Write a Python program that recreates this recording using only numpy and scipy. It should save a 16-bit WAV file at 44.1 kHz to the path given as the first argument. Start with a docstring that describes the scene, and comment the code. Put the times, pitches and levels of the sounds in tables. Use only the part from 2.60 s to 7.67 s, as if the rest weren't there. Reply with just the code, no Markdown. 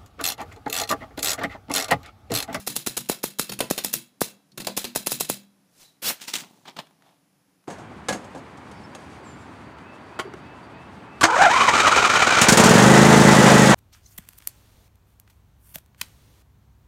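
"""Portable typewriter, close on a table

A small quiet room, the machine close to the microphone: seventeen quick letters, space bar and shift key between.
Type bars rattle up and crack on the paper (shaped noise), the platen thuds (falling sine), the case hums (damped sines).
The sheet is ripped out past a whizzing ratchet (fused ticks), flaps, and is held up, crackling (jerky noise)."""
import sys
import numpy as np
from scipy import signal
from scipy.fft import rfft, irfft, next_fast_len
from scipy.io import wavfile
from scipy.ndimage import uniform_filter1d

SR = 44100
rng = np.random.default_rng(int(sys.argv[2]) if len(sys.argv) > 2 else 0)


def dump(signal):
    """Clip the signal to [-1, 1] and save it as 16-bit WAV at the path in sys.argv[1]."""
    limited = np.clip(np.atleast_2d(signal).T, -1, 1)
    pcm = np.round(limited * 32767).astype(np.int16)
    wavfile.write(sys.argv[1], SR, pcm)


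N = 223803  # length of the scene [samples]
T = np.arange(SR * 7 // 10) / SR  # time within one short sound [s]


def amp(db):
    """Decibels to gain."""
    return 10 ** (np.asarray(db) / 20)


def unit(x):
    """Scales to rms 1."""
    return x / np.sqrt(np.mean(x ** 2) + 1e-20)


def read(points, hz):
    """Joins points by straight lines over log frequency."""
    f, value = np.transpose(points)
    return np.interp(np.log(hz + 1), np.log(f + 1), value)


def add(mix, s, sound):
    """Mixes a sound in at s seconds, cut off at both ends of the mix."""
    at = round(s * SR)
    part, sound = mix[max(at, 0):], sound[max(-at, 0):]
    part[:len(sound)] += sound[:len(part)]


def colour(x, spectrum, peaks=()):
    """Weights x by a spectrum with resonances standing out of it, at rms 1."""
    size = next_fast_len(len(x))
    hz = np.fft.rfftfreq(size, 1 / SR)
    db = read(spectrum, hz)
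    for f, width, up in peaks:
        db = db + up / (1 + (2 * (hz - f) / width) ** 2)
    return unit(irfft(rfft(x, size) * amp(db), size)[:len(x)])


def narrow(hz, width_hz):
    """Noise in one resonance, rms 1."""
    b, a = signal.iirpeak(hz, hz / width_hz, fs=SR)
    return unit(signal.lfilter(b, a, rng.standard_normal(N)))


def fade(x, t60s):
    """Lets each band die at its own speed, by 60 dB within its t60."""
    hz, t, z = signal.stft(x, SR, nperseg=256)
    decay = np.exp(-np.log(1000) * t / read(t60s, hz)[:, None])
    return signal.istft(z * decay, SR, nperseg=256)[1][:len(x)]


def burst(rise, hold, decay):
    """A gain that rises over rise seconds and dies away exponentially from hold seconds on."""
    return np.minimum(T / rise, 1) * np.exp(-np.maximum(T - hold, 0) / decay)


def swell(s, db, rise, decay):
    """A movement's gain: it grows to its peak at s seconds and dies away."""
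    t = np.arange(N) / SR - s
    return amp(db) * np.exp(np.minimum(t / rise, -t / decay))


def together(gains):
    """The joint gain of movements that overlap: their powers add."""
    return np.sqrt(sum(gain ** 2 for gain in gains))


def rattle(per_s, decay, spread_db):
    """An envelope of loose parts knocking at random, rms 1."""
    chance, size = rng.random(len(T)), rng.standard_normal(len(T))
    knocks = (chance < per_s / SR) * amp(spread_db * np.clip(size, -2, 2)) ** 2
    power = signal.lfilter([1], [1, -np.exp(-2 / (decay * SR))], knocks)
    return unit(np.sqrt(power + 0.4 * power.mean()))


def modes(table, scatter_db):
    """Damped sines of a struck body; every blow shares its force among them differently."""
    hz, db, t60 = np.transpose(table)[:, :, None]
    gain = amp(db + scatter_db * rng.standard_normal(hz.shape))
    phase = rng.random(hz.shape)
    waves = np.sin(2 * np.pi * (hz * T + phase)) * np.exp(-np.log(1000) * T / t60)
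    return (gain * waves).sum(0) / np.linalg.norm(gain) * np.sqrt(2)


# Spectrum of the faint air in the room: (frequency [Hz], relative level [dB])
AIR_SPECTRUM = [(15, -66), (25, -36.5), (75, -23), (104, -12), (188, -1.5), (240, -14), (274, -2.5),
                (322, -12), (399, -16), (582, -16), (4150, -28), (5280, -25), (8580, -31), (9810, -24.5),
                (15500, -35)]
AIR_DB = -66


def room_air():
    """Faint steady noise: the air of the room."""
    return amp(AIR_DB) * colour(rng.standard_normal(N), AIR_SPECTRUM)


# How long the room carries each band: (frequency [Hz], decay by 60 dB [s])
ROOM_DECAY = [(100, 0.13), (300, 0.37), (1000, 0.4), (4000, .35), (15000, .2)]


def room(x):
    """A small room's diffuse tail: noise whose bands die at their own speeds, starting after 4 ms."""
    tail = fade(rng.standard_normal(len(T)), ROOM_DECAY) * np.clip((T - .004) / 0.002, 0, 1)
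    return signal.oaconvolve(x, tail / np.linalg.norm(tail))[:N]


# Resonances of type bars and springs: (frequency [Hz], width [Hz], level above the rest [dB])
BAR_RESONANCES = [(1960, 90, 1), (2430, 40, 3), (2673, 76, 8.5), (3294, 90, 3), (3690, 110, 5),
                  (4060, 110, 4), (4150, 60, 4.5), (5120, 190, 2), (5350, 50, -2), (6820, 140, 6),
                  (9900, 580, 3.5), (9860, 93, 4.5)]


def steel(spectrum, tilt_db=0, uneven_db=3.0):
    """The crowded modes of small steel parts as noise; each blow favours others. Tilt is in dB per octave."""
    hz = np.arange(100, 16000, 140)
    own_db = uneven_db * rng.standard_normal(len(hz)) * np.minimum(hz / 1000, 1)
    own_db += tilt_db * np.log2(hz / 6000)
    return colour(rng.standard_normal(len(T)), np.c_[hz, read(spectrum, hz) + own_db], BAR_RESONANCES)


# The case on the table: (frequency [Hz], relative level [dB], decay by 60 dB [s])
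CASE_MODES = [(127.4, -3.5, .28), (151, -3, 0.27), (180, -3.5, .18), (199.2, -5, .85), (220, -6, 0.24),
              (240.3, -4, 0.45), (293, -10.5, 0.32), (338, -5.5, 0.29), (358, -12, 0.25), (511, -17, .25)]


def case():
    """The case swells into a low hum on the table: damped sines with a slow rise."""
    return modes(CASE_MODES, scatter_db=4.5) * burst(rise=0.023, hold=.01, decay=0.92)


# Spectrum of the ringing steel parts: (frequency [Hz], relative level [dB])
RING_SPECTRUM = [(40, -8.5), (150, 4), (350, 2.5), (700, -3.5), (1400, -3.5), (2500, -2.5), (4500, 1),
                 (7000, 1), (10000, 1), (15500, -1)]
# How long they ring in each band: (frequency [Hz], decay by 60 dB [s])
RING_DECAY = [(100, 0.083), (700, 0.27), (2000, 0.27), (5000, 0.23), (10000, .2), (15000, 0.22)]
EARLIER_S, EARLIER_DB = -.05, -29.5


def dying_letter():
    """Bars and case still ringing as the scene opens, from a letter struck just before."""
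    out = np.zeros(N)
    bars = fade(steel(RING_SPECTRUM), RING_DECAY)
    add(out, EARLIER_S, amp(EARLIER_DB) * (bars + amp(-13) * case()))
    return out


def crinkle(gain, spectrum, per_s, spread_db, smooth):
    """Paper fibres slip in tiny jerks over a smooth hiss; each jerk spreads through the sheet for a millisecond."""
    jerks = (rng.random(N) < per_s / SR) * amp(spread_db * np.minimum(rng.exponential(1, N), 3)) ** 2
    power = signal.lfilter([1], [1, -np.exp(-1 / (0.00027 * SR))], jerks)
    envelope = np.sqrt(power / power.mean() + smooth ** 2)
    return gain * colour(envelope * rng.standard_normal(N), spectrum)


def buckle(jerk, hz):
    """A patch of the sheet answers a jerk in a broad band round its own pitch."""
    b, a = signal.iirpeak(hz, 1.3, fs=SR)
    return signal.lfilter(b, a, jerk) * np.sqrt(SR / (2 * hz))


def snap(hz):
    """One sudden jerk of the sheet: a short noise burst through its buckling patch."""
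    jerk = rng.standard_normal(len(T)) * burst(rise=0.00068, hold=0.00049, decay=0.0022)
    return buckle(jerk, hz)


# The freed sheet flaps: (peak time [s], level [dB], rise [s], decay [s])
FLAP_MOVES = [(3.62, -34.5, .006, .024), (3.682, -30, .004, .024), (3.74, -22.5, .0035, .011),
              (3.755, -23, .003, .015), (3.802, -35.5, .012, .019)]
# The held sheet bends and crackles: (peak time [s], level [dB], rise [s], decay [s])
BEND_MOVES = [(3.838, -49, .002, .016), (4.058, -45.5, .003, .015), (4.083, -39.5, .005, .018),
              (4.168, -36, .002, .009), (4.19, -31, .004, .011)]
# The sheet buckles with a snap: (time [s], level [dB], centre frequency [Hz])
BUCKLE_SNAPS = [(3.499, -18, 1700), (3.505, -24, 900), (3.6, -42, 2000), (3.7385, -21, 3500),
                (3.754, -22, 3500), (3.785, -30, 5000), (3.837, -41, 1100), (4.054, -45, 1200),
                (4.08, -40, 900), (4.167, -38, 1300), (4.189, -32, 1400), (4.27, -49, 1500),
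                (4.309, -53, 700), (4.422, -51, 1500), (4.462, -52, 700), (5.04, -58, 1500)]
# Spectra of flapping, of the held sheet and of its wobble: (frequency [Hz], relative level [dB])
FLAP_SPECTRUM = [(24, -57.5), (40, -23), (117, -24.5), (192, -4), (704, -12), (949, -3), (1050, -9.5),
                 (2710, -3), (7160, -5), (13700, -17), (15500, -8)]
HOLD_SPECTRUM = [(24, -58), (40, -49), (106, -29), (158, -1), (472, -6), (881, 0.5), (1520, -10.5),
                 (3470, -4), (8110, -21.5), (11800, -33), (15500, -27)]
WOBBLE_SPECTRUM = [(50, -38), (120, -2.5), (200, 3.5), (330, 0.5), (480, -9), (780, -4), (1100, -8),
                   (2000, -40.5), (8000, -25)]
FLAP_WOBBLE_DB, FLAP_WOBBLE_S = -27, .12  # wobble after a flap: level relative to it, decay
BEND_WOBBLE_DB, BEND_WOBBLE_S = -16, .042  # the same after a bend
BEND_BODY_DB, BEND_BODY_HZ = -8, 850  # the hollow body of the bending sheet
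SETTLE_RUB_DB, SETTLE_RUB_HZ = 1, 780  # a soft hollow rub, relative to the settling


def paper():
    """The free sheet flaps, then bends in the hand; flaps and bends set the whole sheet wobbling."""
    swing = swell(s=3.62, db=-53, rise=.04, decay=.24)  # the sheet swings through the air
    settling = swell(s=4.485, db=-63.5, rise=.065, decay=.055)  # it comes to rest in the hand
    flapping = together([swell(*row) for row in FLAP_MOVES] + [swing])
    bending = together([swell(*row) for row in BEND_MOVES] + [settling])
    flap_wobbles = [swell(s, db + FLAP_WOBBLE_DB, rise, FLAP_WOBBLE_S) for s, db, rise, _ in FLAP_MOVES]
    bend_wobbles = [swell(s, db + BEND_WOBBLE_DB, rise, BEND_WOBBLE_S) for s, db, rise, _ in BEND_MOVES]
    wobbling = together(flap_wobbles + bend_wobbles + [settling])
    out = crinkle(flapping, FLAP_SPECTRUM, per_s=1200, spread_db=3, smooth=0.85)
    out += crinkle(bending, HOLD_SPECTRUM, per_s=740, spread_db=4.5, smooth=0.71)
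    out += crinkle(wobbling, WOBBLE_SPECTRUM, per_s=82, spread_db=0.5, smooth=0.93)
    out += amp(BEND_BODY_DB) * bending * narrow(BEND_BODY_HZ, width_hz=450)
    out += amp(SETTLE_RUB_DB) * settling * narrow(SETTLE_RUB_HZ, width_hz=200)
    for s, db, hz in BUCKLE_SNAPS:
        add(out, s, amp(db) * snap(hz))
    return out


# Speed of the platen as the sheet is ripped out: (time [s], ratchet teeth per second [1/s])
PLATEN_SPEED = [(3.422, 350), (3.437, 620), (3.452, 850), (3.465, 1070), (3.478, 1130), (3.49, 1350),
                (3.51, 1450)]
FULL_SPEED = 1450  # teeth per s
PULL_RISE_S, SHEET_FREE_S, PAWL_FREE_S = .008, 3.506, 3.492


def pulled(db_per_doubling, until, decay):
    """Gain that grows with the platen's speed and dies once the pull lets go."""
    t = np.arange(N) / SR
    s, speed = np.transpose(PLATEN_SPEED)
    onset = np.clip((t - s[0]) / PULL_RISE_S + .5, 0, 1)
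    release = np.exp(-np.maximum(t - until, 0) / decay)
    return onset * release * amp(db_per_doubling * np.log2(np.interp(t, s, speed) / FULL_SPEED))


RATCHET_DB = -23  # at full speed


def ratchet():
    """The pawl skips over the teeth of the spinning platen, so fast that the ticks fuse into a rising whizz."""
    s, rate = np.transpose(PLATEN_SPEED)
    t = np.arange(s[0], s[-1], 1 / SR)
    unsteady = unit(uniform_filter1d(rng.standard_normal(len(t)), 60))
    hz = np.interp(t, s, rate) * (1 + .015 * unsteady)
    ticks = np.diff(np.floor(np.cumsum(hz) / SR), prepend=0)  # one impulse a tooth
    out = np.zeros(N)
    add(out, s[0], colour(ticks, [(100, -29), (2200, -16.5), (3300, 1.5), (5300, 3), (7000, -3.5), (15000, -4)]))
    return amp(RATCHET_DB) * pulled(db_per_doubling=8.5, until=PAWL_FREE_S, decay=.009) * out


# Spectra of sliding fingertips, rubbing sheet and draught: (frequency [Hz], relative level [dB])
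SLIDE_SPECTRUM = [(100, -1), (600, -0.5), (2000, -4), (4000, 0.5), (6000, 1.5), (8000, -1.5), (10000, -1.5),
                  (15500, -6)]
RUB_SPECTRUM = [(18, -44), (30, -24), (219, -3.5), (443, -8.5), (492, -4.5), (945, -7.5), (2760, -4),
                (3320, -4.5), (3880, -9.5), (5310, -8), (6050, -9.5), (15500, -6.5)]
DRAUGHT_SPECTRUM = [(15, -4.5), (40, 1.5), (90, -12), (300, -36), (2000, -71)]
RUB_DB, DRAUGHT_DB = -23.5, -53  # at full speed
SQUEAK_HZ, SQUEAK_WIDTH_HZ = 3930, 110


def pull():
    """Fingers slide along the sheet, beside a faint squeak of narrow noise, and drag it round the platen.

    The moving sheet pushes a draught of air aside."""
    slide = swell(s=3.22, db=-50, rise=.042, decay=.048)
    squeak = swell(s=3.26, db=-57.5, rise=.025, decay=.045)
    rub = amp(RUB_DB) * pulled(db_per_doubling=6, until=SHEET_FREE_S, decay=.016)
    draught = amp(DRAUGHT_DB) * pulled(db_per_doubling=11, until=SHEET_FREE_S, decay=.016)
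    out = crinkle(slide, SLIDE_SPECTRUM, per_s=900, spread_db=-1.5, smooth=1.1)
    out += squeak * narrow(SQUEAK_HZ, SQUEAK_WIDTH_HZ)
    out += crinkle(rub, RUB_SPECTRUM, per_s=6200, spread_db=4.5, smooth=1)
    out += crinkle(draught, DRAUGHT_SPECTRUM, per_s=97, spread_db=-2.5, smooth=2)
    return out + ratchet()


TOUCH_S, TOUCH_DB, TOUCH_HZ = 1.918, -53, 4400


def key_touch():
    """A finger lands on a key with a faint tick of narrow noise, and the case answers."""
    out = np.zeros(N)
    tick = narrow(TOUCH_HZ, width_hz=600)[:len(T)] * burst(rise=.001, hold=.002, decay=.006)
    add(out, TOUCH_S, amp(TOUCH_DB) * (tick + case()))
    return out


# Spectrum of a clicking lever: (frequency [Hz], relative level [dB])
CLICK_SPECTRUM = [(40, -17.5), (300, 9), (900, -1), (1800, -2.5), (4300, 1.5), (7000, -4), (11000, -4),
                  (15500, -5.5)]


def click(length):
    """A lever chatters against its stop for about length seconds and shakes the steel round it."""
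    ring = steel(CLICK_SPECTRUM, uneven_db=3.5)
    return ring * burst(rise=length / 2, hold=length, decay=0.0034) + amp(-10.5) * fade(ring, RING_DECAY)


# The carriage's modes: (frequency [Hz], relative level [dB], decay by 60 dB [s])
CARRIAGE_MODES = [(478, -5.5, 0.065), (529, -11.5, 0.21), (570, 0.5, 0.043), (642, -7, .12),
                  (740, -7.5, 0.081), (864, -13.5, .1), (1005, -8.5, 0.12), (1500, -13.5, 0.073),
                  (2280, -14.5, 0.1), (2630, -14.5, .12), (3420, -18, .12)]
# Spectrum of its loose parts: (frequency [Hz], relative level [dB])
LOOSE_SPECTRUM = [(60, -21), (140, -6), (300, 0), (560, 6.5), (1000, -5), (1500, -12), (3500, -18.5),
                  (12000, -30)]


def clunk():
    """The carriage's hollow modes ring while its loose parts rattle."""
    loose = steel(LOOSE_SPECTRUM) * burst(rise=0.0011, hold=.004, decay=0.023)
    loose = loose * rattle(per_s=100, decay=.003, spread_db=1.5)
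    return modes(CARRIAGE_MODES, scatter_db=0) + amp(-7) * loose


# A lever clicks, then the carriage knocks on its stop, hardest under the shift key:
# (time [s], force [dB], lever lead [s], lever level [dB])
CARRIAGE_KNOCKS = [(.515, -14, .015, -40), (1.0045, 0, .0147, -27.5), (2.069, -3, .022, -34.5)]
KNOCK_CLICK_DB, KNOCK_CLUNK_DB, KNOCK_CASE_DB = -19.5, -22.5, -36  # at force 0 dB


def carriage_knocks():
    """The carriage meets its stop: a click, a hollow clunk and the humming case."""
    out = np.zeros(N)
    for s, force_db, lead, lever_db in CARRIAGE_KNOCKS:
        add(out, s - lead, amp(lever_db) * click(length=.0017))
        knock = amp(KNOCK_CLICK_DB) * click(length=0.0025)
        knock += amp(KNOCK_CLUNK_DB) * clunk() + amp(KNOCK_CASE_DB) * case()
        add(out, s, amp(force_db) * knock)
    return out


# The shift key is let go: (time [s], click level [dB], case level [dB])
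SHIFT_RELEASES = [(1.1782, -23.5, -47), (2.2425, -27, -39)]
DOUBLE_CLICK_S, RELEASE_CHATTER_S = .0075, .0017


def shift_releases():
    """The shift linkage drops with a double click; the second one sets the case humming."""
    out = np.zeros(N)
    for s, click_db, case_db in SHIFT_RELEASES:
        add(out, s, amp(click_db) * click(RELEASE_CHATTER_S))
        second = amp(click_db) * click(RELEASE_CHATTER_S) + amp(case_db) * case()
        add(out, s + DOUBLE_CLICK_S, second)
    return out


STEP_S = .023  # the carriage steps this long after the blow


def step(tilt_db):
    """The escapement lets the carriage move on by one letter: a short rattle of steel."""
    envelope = burst(rise=0.0015, hold=.013, decay=.012)
    return steel(RING_SPECTRUM, tilt_db) * rattle(per_s=180, decay=.002, spread_db=0.5) * envelope


# The space bar hits its stop: (time [s], first click level [dB], first case level [dB])
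SPACE_HITS = [(.893, -29.5, -34), (1.975, -31.5, -35)]
BOUNCE_S, BOUNCE_SHRINK = .025, .58  # first gap; each later gap is this fraction of the one before
BOUNCE_CLICK_DB, BOUNCE_CASE_DB, SPACE_CHATTER_S = -2, -8, .0065  # click loss grows with the bounce squared
SPACE_STEP_DB = -41


def space_bar(count=3):
    """The space bar bounces on its stop, ever weaker and faster, and the carriage steps on."""
    out = np.zeros(N)
    for s, click_db, case_db in SPACE_HITS:
        add(out, s + STEP_S, amp(SPACE_STEP_DB) * step(tilt_db=-2))
        for k in range(count):
            hit = amp(click_db + k ** 2 * BOUNCE_CLICK_DB) * click(SPACE_CHATTER_S)
            add(out, s, hit + amp(case_db + k * BOUNCE_CASE_DB) * case())
            s += BOUNCE_S * BOUNCE_SHRINK ** k
    return out


def thud(start_hz, end_hz, glide, decay):
    """A bending wave through the platen: its high part arrives first, so the pitch falls within milliseconds."""
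    hz = end_hz + start_hz * rng.uniform(0.97, 1.47) * np.exp(-T / glide)
    envelope = np.exp(-T / decay) + 0.16 * np.exp(-T / 0.005)
    wave = np.sin(2 * np.pi * np.cumsum(hz) / SR) * envelope
    # so small a machine radiates little bass
    return signal.lfilter(*signal.butter(1, 70, "high", fs=SR), wave)


# One row a letter: (time [s], force [dB], rising linkage level [dB], platen thud relative level [dB],
# case relative level [dB], brightness [dB per octave])
LETTER_STRIKES = [(.0751, .5, -31.5, -33, -43, .4), (.1646, -1, -31, -30.5, -47.5, .6),
                  (.2729, -1.5, -25, -21, -48, -.8), (.3772, -2, -24, -37, -45, .4),
                  (.4981, .5, -25.5, -15.5, -52, .4), (.6405, -1, -28, -20, -48.5, .7),
                  (.7964, 2, -28, -18.5, -48, .4), (1.1108, -1.5, -26, -13.5, -56, -.7),
                  (1.2475, 0, -29, -30, -46, 1.2), (1.339, .5, -25.5, -35, -42.5, 2.4),
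                  (1.6169, .5, -24, -13, -50.5, 1), (2.176, 0, -24.5, -25, -58, -.6),
                  (2.3604, 1, -29, -20.5, -46.5, -.4), (2.471, 1, -27.5, -25, -50, .6),
                  (2.5197, 1, -26.5, -25, -43.5, 2.4), (2.609, 1.5, -24.5, -24, -45.5, 1),
                  (2.6999, 1, -30.5, -19, -46, 1.4)]
# Spectrum of the crack on the paper: (frequency [Hz], relative level [dB])
CRACK_SPECTRUM = [(30, -7.5), (100, -16.5), (400, 5), (1000, 1.5), (2000, -5.5), (3500, -6), (6000, -2.5),
                  (8000, -3.5), (10000, -1.5), (13000, -1.5), (15500, -4.5)]
# Modes of springs that ring on: (frequency [Hz], relative level [dB], decay by 60 dB [s])
SPRING_MODES = [(2445, 0, .3), (2690, -1, .35), (3321, 0, .45), (3562, 0, .3), (3765, -1, .35),
                (3946, -3, .5), (4403, -1, .3), (4895, -2, .3), (5386, -1, .3)]
# the parts of every letter, at force 0 dB
CRACK_DB, TICK_DB, REBOUND_DB, RING_DB, STEP_DB, SPRINGS_DB = -17.5, -16.8, -24.5, -27.6, -41, -49
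LINK_LEAD_S, REBOUND_S = .0099, .0019


def letters():
    """Linkage, crack, thud, ringing bars, then the escapement lets the carriage step."""
    out = np.zeros(N)
    frame = steel(RING_SPECTRUM)  # the frame rings alike under every letter
    for s, force_db, link_db, thud_db, case_db, tilt_db in LETTER_STRIKES:
        linkage = steel(RING_SPECTRUM, tilt_db) * rattle(per_s=1300, decay=0.0028, spread_db=2.5)
        linkage = linkage * burst(rise=0.00033, hold=.009, decay=0.0014)
        add(out, s - LINK_LEAD_S, amp(link_db) * linkage)

        crack = steel(CRACK_SPECTRUM, tilt_db) * burst(rise=0.0012, hold=0.002, decay=0.0021)
        crack = crack * rattle(per_s=2000, decay=0.00035, spread_db=3)
        add(out, s - .0015, amp(force_db + CRACK_DB) * crack)

        # the slug meets the paper with a hard tick, then rebounds
        tick = steel(CRACK_SPECTRUM, tilt_db + 1) * burst(rise=.0001, hold=.0004, decay=.0003)
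        add(out, s - .0004, amp(force_db + TICK_DB) * tick)
        rebound = steel(CRACK_SPECTRUM, tilt_db) * burst(rise=0.00061, hold=0.0023, decay=0.0011)
        add(out, s + REBOUND_S, amp(force_db + REBOUND_DB) * rebound)

        platen = thud(start_hz=805, end_hz=167, glide=0.00076, decay=0.0022)
        add(out, s - .0004, amp(thud_db + 5.5) * platen)

        bars = fade(unit(frame + steel(RING_SPECTRUM, tilt_db)), RING_DECAY)
        add(out, s, amp(force_db + RING_DB) * bars * rattle(per_s=570, decay=0.0045, spread_db=4.5))
        add(out, s + STEP_S, amp(force_db + STEP_DB) * step(tilt_db))
        add(out, s, amp(case_db + 6.5) * case())
        add(out, s, amp(force_db + SPRINGS_DB) * modes(SPRING_MODES, scatter_db=1.5))
    return out


def scene():
    """Machine and paper close to the microphone, over the faint air and the short tail of the room."""
    sheet = pull() + paper()
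    levers = key_touch() + carriage_knocks() + shift_releases() + space_bar()
    machine = dying_letter() + levers + letters()
    tail = room(amp(-23) * machine + amp(-19) * sheet)
    return (machine + sheet + tail + room_air())[None]


EDGE_HZ = 15500


def record(dry):
    """The recorder's band limit: a steep low-pass."""
    low_pass = signal.firwin(401, EDGE_HZ, window=("kaiser", 8), fs=SR)
    return signal.oaconvolve(dry, low_pass[None], "same")


dry = scene()
out = record(dry)
dump(out)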